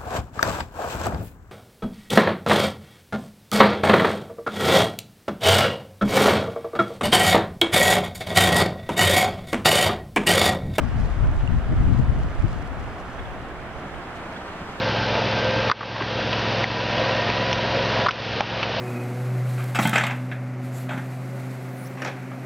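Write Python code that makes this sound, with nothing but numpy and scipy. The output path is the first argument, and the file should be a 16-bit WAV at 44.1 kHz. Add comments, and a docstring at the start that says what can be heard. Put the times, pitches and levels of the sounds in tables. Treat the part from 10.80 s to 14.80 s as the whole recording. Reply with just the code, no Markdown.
"""A steady rush of steam from the vents of a geyser basin at the edge of a forest.
A fine hiss of spray flutters from the right. Hot water thumps softly in a vent and spits now and then,
with a few short, bright pings on top. A gust buffets the two microphone ports with a lumpy
rumble and the knocks of single eddies, then drops while the wind swells in the trees."""
import sys
import numpy as np
from scipy import signal
from scipy.fft import rfft, irfft
from scipy.io import wavfile
from scipy.ndimage import uniform_filter1d

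SR = 44100
rng = np.random.default_rng(int(sys.argv[2]) if len(sys.argv) > 2 else 0)


def waveform_to_disk(signal):
    """Save audio, clipped to [-1, 1], as 16-bit WAV at the path in sys.argv[1]."""
    frames = np.transpose(np.atleast_2d(signal))
    scaled = np.clip(frames, -1, 1) * 32767
    samples = np.round(scaled).astype(np.int16)
    wavfile.write(sys.argv[1], SR, samples)


N = 176400
T = np.arange(N) / SR

# Tone of the wind in the trees. Each row: frequency in Hz, relative level in dB.
TREES_TONE = [(300, -20), (1200, 7.5), (3200, -3.5), (5000, -10.5), (7500, -17), (10000, -28.5),
              (15000, -42)]
# Its swell. Each row: time in seconds, level in dB.
TREES_FADER = [(0, -76), (2.2, -61), (2.9, -50.5), (3.3, -47), (3.7, -44), (4, -43.5)]
# Tone of the spray. Each row: frequency in Hz, relative level in dB.
SPRAY_TONE = [(1000, -24), (3200, 0.5), (5000, -1), (7500, -5), (10000, -14), (15000, -25)]
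# Its surges and fade. Each row: time in seconds, level in dB.
SPRAY_FADER = [(0, -59.5), (.22, -55.5), (.38, -59.5), (.6, -60), (.85, -59), (1.15, -56.5), (1.32, -60),
               (1.42, -56.5), (1.55, -59.5), (1.74, -56.5), (1.9, -62.5), (2.2, -58.5), (2.7, -66),
               (4, -71)]

# Short bright pings. Each row: peak time in seconds, pitch in Hz, half length in seconds,
# peak level in dB, left minus right in dB.
PING_CUES = [(.6778, 2780, .0019, -30.5, -10), (.677, 7250, .0008, -44, -6), (2.395, 3350, .005, -40, -3),
             (2.456, 3400, .004, -43, -3), (3.565, 3350, .004, -38, -3)]
# Thumps in the vent. Each row: peak time in seconds, pitch in Hz, half length in seconds, peak in dB.
VENT_THUMPS = [(3.062, 178, 0.0029, -26), (3.819, 190, 0.005, -27.5)]
# Spits of water. Each row: peak time in seconds, half length in seconds, level in dB, centre in Hz.
SPIT_CUES = [(.21, .012, -57.5, 5500), (0.453, 0.0095, -36.5, 1100), (0.608, .012, -50, 3000),
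             (2.0, .008, -59, 5500), (2.2, .008, -59, 5500), (2.391, 0.011, -39, 1590),
             (3.141, 0.0026, -30.5, 750), (3.145, .005, -41, 1900), (3.367, 0.014, -60, 6000),
             (3.527, .005, -56, 5000), (3.568, 0.0085, -38.5, 1590)]
# Tone of one spit. Each row: multiple of its centre frequency, relative level in dB.
SPIT_TONE = [(.2, -40), (.6, 0.5), (1, 5), (1.7, -7.5), (3, -28.5), (8, -50)]

# The gust's ride. Each row: time in seconds, level at the left port in dB, at the right port in dB.
GUST_FADER = [(0, -20.5, -33), (.1, -25.5, -28), (.2, -19.5, -20.5), (.34, -23.5, -27), (.48, -17, -19.5),
              (.55, -24.5, -23), (.68, -19.5, -30.5), (.77, -17, -24), (.85, -24, -25), (.97, -18, -21.5),
              (1.17, -13, -22), (1.25, -21, -23), (1.38, -21.5, -23.5), (1.45, -25.5, -22),
              (1.54, -28, -25), (1.72, -24, -25.5), (1.88, -30, -39), (2.02, -29.5, -32), (2.1, -35.5, -34),
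              (2.18, -40, -44), (2.35, -48, -39), (2.47, -31.5, -39), (2.68, -45, -38.5), (2.8, -49, -38),
              (3.08, -51, -54), (3.35, -55, -46), (4, -53, -62)]
# Tone of its rumble. Each row: frequency in Hz, relative level in dB on the left, then on the right.
GUST_TONE = [(5, -26, -35), (15, -13, 4.5), (28.2, -6, 4.5), (50, 3, 6), (79.6, 0.5, -0.5), (130, -4.5, -6),
             (190, -13.5, -14), (285, -17.5, -20.5), (403, -30, -37.5), (700, -47, -44), (2000, -91, -85)]
# Eddies that strike a port. Each row: peak time in seconds, half length in seconds, level in dB,
# port (0 left, 1 right), centre in Hz.
EDDY_HITS = [(.034, 0.017, -15, 0, 102), (0.059, 0.01, -19, 0, 107), (.22, 0.04, -18.5, 0, 65),
             (.4, 0.009, -14.5, 0, 50), (.44, 0.012, -15, 0, 80), (.475, 0.026, -15.5, 1, 55),
             (.51, 0.0062, -19, 0, 55.5), (.592, 0.021, -17, 1, 45), (0.701, 0.012, -16.5, 0, 70),
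             (0.902, 0.0064, -10.5, 0, 95), (0.928, .014, -20.5, 0, 202), (1.005, .014, -20, 1, 75),
             (1.009, 0.015, -14.5, 0, 118), (1.073, 0.0069, -15, 1, 55), (1.123, 0.018, -9.5, 0, 85),
             (1.194, 0.0091, -9.5, 0, 113), (1.23, 0.0064, -10.5, 1, 70), (1.294, 0.0061, -8.5, 0, 86),
             (1.385, 0.0093, -18, 1, 54.5), (1.601, 0.012, -14, 1, 45), (1.647, .011, -12.5, 0, 102),
             (2.405, 0.013, -28.5, 0, 45), (2.965, 0.012, -32, 1, 69.6), (3.16, 0.036, -34.5, 1, 68.6)]
# Tone of one eddy. Each row: multiple of its centre frequency, relative level in dB.
EDDY_TONE = [(.1, -30), (.55, -1.5), (1, -2.5), (1.5, -9.5), (2.6, -18.5), (4, -33.5), (8, -52), (25, -92)]

# Tone of the steam. Each row: frequency in Hz, relative level in dB.
STEAM_TONE = [(20, 1), (70, 3), (140, 3), (230, 2.5), (340, 1), (500, -1.5), (680, 2), (950, -1.5),
              (1400, -3), (1800, -6.5), (2500, -13), (3100, -15.5), (4200, -27), (6000, -34.5),
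              (8000, -34.5), (15000, -45.5)]
# Its width, narrow lows to wide highs. Each row: frequency in Hz, left-right correlation.
STEAM_LIKENESS = [(30, 0.79), (190, 1), (700, .92), (1150, 0.74), (1650, 0.69), (2100, 0.42),
                  (2600, -0.0069), (3300, 0.37), (4500, 0.033), (15000, -0.037)]
# Its lean. Each row: frequency in Hz, left minus right in dB.
STEAM_BALANCE = [(100, -1.5), (700, -0.5), (1400, -1.5), (2700, -3), (4500, 4), (8000, 0)]


def amp(db):
    """Decibels to gain."""
    return 10 ** (np.asarray(db) / 20)


def unit(x):
    """Scales to rms 1."""
    return x / np.sqrt(np.mean(x ** 2) + 1e-20)


def at_hz(points, hz):
    """Reads a table on a log-frequency axis."""
    f, value = np.transpose(points)
    return np.interp(np.log(hz + 1), np.log(f + 1), value)


def at_time(points):
    """Reads a fader table at every sample."""
    return np.interp(T, *np.transpose(points))


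def colour(x, tone):
    """Equalises a signal with a tone curve."""
    return irfft(rfft(x) * amp(at_hz(tone, np.fft.rfftfreq(N, 1 / SR))), N)


def wander(rate_hz):
    """A smooth random wobble of rms 1."""
    lowpass = np.exp(-(np.fft.rfftfreq(N, 1 / SR) / rate_hz) ** 2)
    return unit(irfft(rfft(rng.standard_normal(N)) * lowpass, N))


def rumble(tone):
    """Coloured noise, held near rms 1 from moment to moment."""
    noise = colour(rng.standard_normal(N), tone)
    power = uniform_filter1d(uniform_filter1d(unit(noise) ** 2, size=1100), size=700)
    return noise / np.sqrt(power + 1e-6) / np.std(noise)


def turbulence(tone, likeness, balance, left_lag_s, patchy_db, flicker_db, size=1024):
    """A stereo noise bed of rms 1, with drifting patches and a flicker shared by all bands."""
    frames, hz = N // (size // 4) + 5, np.fft.rfftfreq(size, 1 / SR)
    left_re, left_im, side_re, side_im, patches = rng.standard_normal((5, frames, len(hz)))
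    patches = unit(uniform_filter1d(uniform_filter1d(patches, size=8, axis=0), size=16, axis=1))
    flicker = unit(uniform_filter1d(rng.standard_normal(frames), size=4))[:, None]
    shared = np.clip(at_hz(likeness, hz), -1, 1)
    lean = amp(at_hz(balance, hz) / 2)
    left = left_re + 1j * left_im
    right = shared * left + np.sqrt(1 - shared ** 2) * (side_re + 1j * side_im)
    bands = np.array([left * lean * np.exp(-2j * np.pi * hz * left_lag_s), right / lean])
    bands *= amp(at_hz(tone, hz) + patchy_db * patches + flicker_db * flicker)
    _, bed = signal.istft(bands.transpose(0, 2, 1), nperseg=size, noverlap=size - size // 4)
    return unit(bed[:, :N])


def blip(peak_s, hz, half_s, db, rise_per_s=8):
    """A brief tone whose pitch rises as it rings."""
    t = np.clip(T - peak_s, -5 * half_s, 5 * half_s)
    return amp(db) * np.exp(-(t / half_s) ** 2) * np.sin(2 * np.pi * hz * (t + rise_per_s * t ** 2 / 2))


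def burst(peak_s, half_s, db):
    """A bell-shaped envelope."""
    return amp(db) * np.exp(-((T - peak_s) / half_s) ** 2 / 2)


def trees():
    """Wind swells in the needles, an airy wash."""
    wash = turbulence(TREES_TONE, likeness=[(1000, 1.0), (5000, 0.62)],
                      balance=[(2500, -1.3), (6000, 0.52)],
                      left_lag_s=-9.7e-5, patchy_db=1.5, flicker_db=-0.5)
    return amp(at_time(TREES_FADER)) * wash


def spray(droplets_per_s=120, droplets_db=-7):
    """Spray hisses and flutters, with a sprinkle of tiny droplets ticking through it."""
    hiss = turbulence(SPRAY_TONE, likeness=[(3000, 0.98), (12000, 0.61)],
                      balance=[(3000, -1.5), (8000, 1.6)],
                      left_lag_s=4.2e-5, patchy_db=1.4, flicker_db=1.35)
    hits = rng.random((2, N)) < droplets_per_s / SR
    strength = amp(5.8 * np.minimum(rng.exponential(1, (2, N)), 4))
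    polarity = rng.choice([-1, 1], (2, N))
    droplets = unit(colour(hits * strength * polarity, SPRAY_TONE))
    return amp(at_time(SPRAY_FADER)) * (hiss + amp(droplets_db) * droplets)


def pings(left_lag_s=0.00019):
    """Short bright pings: one plink from the right, then faint 3.4 kHz rings around the spits."""
    out = np.zeros((2, N))
    for peak_s, hz, half_s, db, pan_db in PING_CUES:
        out[0] += blip(peak_s + left_lag_s, hz, half_s, db + pan_db / 2)
        out[1] += blip(peak_s, hz, half_s, db - pan_db / 2)
    return out


def thumps():
    """Boiling water thumps in the vent: soft, low and dead centre."""
    return sum(blip(*row) for row in VENT_THUMPS)


def spits(crossfeed=0.37, balance_db=-1):
    """Short bursts of fizz where boiling water breaks the surface."""
    out = np.zeros((2, N))
    for peak_s, half_s, db, hz in SPIT_CUES:
        tone = [(ratio * hz, level) for ratio, level in SPIT_TONE]
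        fizz = unit(colour(rng.standard_normal((2, N)), tone))
        out += burst(peak_s, half_s, db) * unit(fizz + crossfeed * fizz[::-1])
    return out * amp([[balance_db / 2], [-balance_db / 2]])


def buffeting(port, lumps_db=2.4, lumps_hz=21.5):
    """The gust's lumpy rumble at one port, and the knocks of the eddies that strike it."""
    fader_db = at_time([(row[0], row[1 + port]) for row in GUST_FADER])
    fader_db += lumps_db * wander(lumps_hz)
    out = amp(fader_db) * rumble([(row[0], row[1 + port]) for row in GUST_TONE])
    for peak_s, half_s, db, struck_port, hz in EDDY_HITS:
        if round(struck_port) == port:
            swirl = rumble([(ratio * hz, level) for ratio, level in EDDY_TONE])
            out += burst(peak_s, half_s, db) * swirl
    return out


def steam(start_db=-36, swell_db_per_s=0.25):
    """Steam pours from the vents in a broad, steady rush that creeps up in level."""
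    rush = turbulence(STEAM_TONE, STEAM_LIKENESS, STEAM_BALANCE,
                      left_lag_s=0, patchy_db=0.56, flicker_db=0.22)
    return amp(start_db + swell_db_per_s * T) * rush


def scene():
    """The stereo mix of wind, steam, water and pings."""
    gust = np.array([buffeting(port) for port in range(2)])
    return gust + steam() + spray() + trees() + spits() + thumps() + pings()


def record(dry, cutoff_hz=15400):
    """A steep low-pass takes the very top off the mix."""
    lowpass = signal.firwin(511, cutoff_hz, window=("kaiser", 9), fs=SR)
    return signal.oaconvolve(dry, lowpass[None], "same")


dry = scene()
out = record(dry)
waveform_to_disk(out)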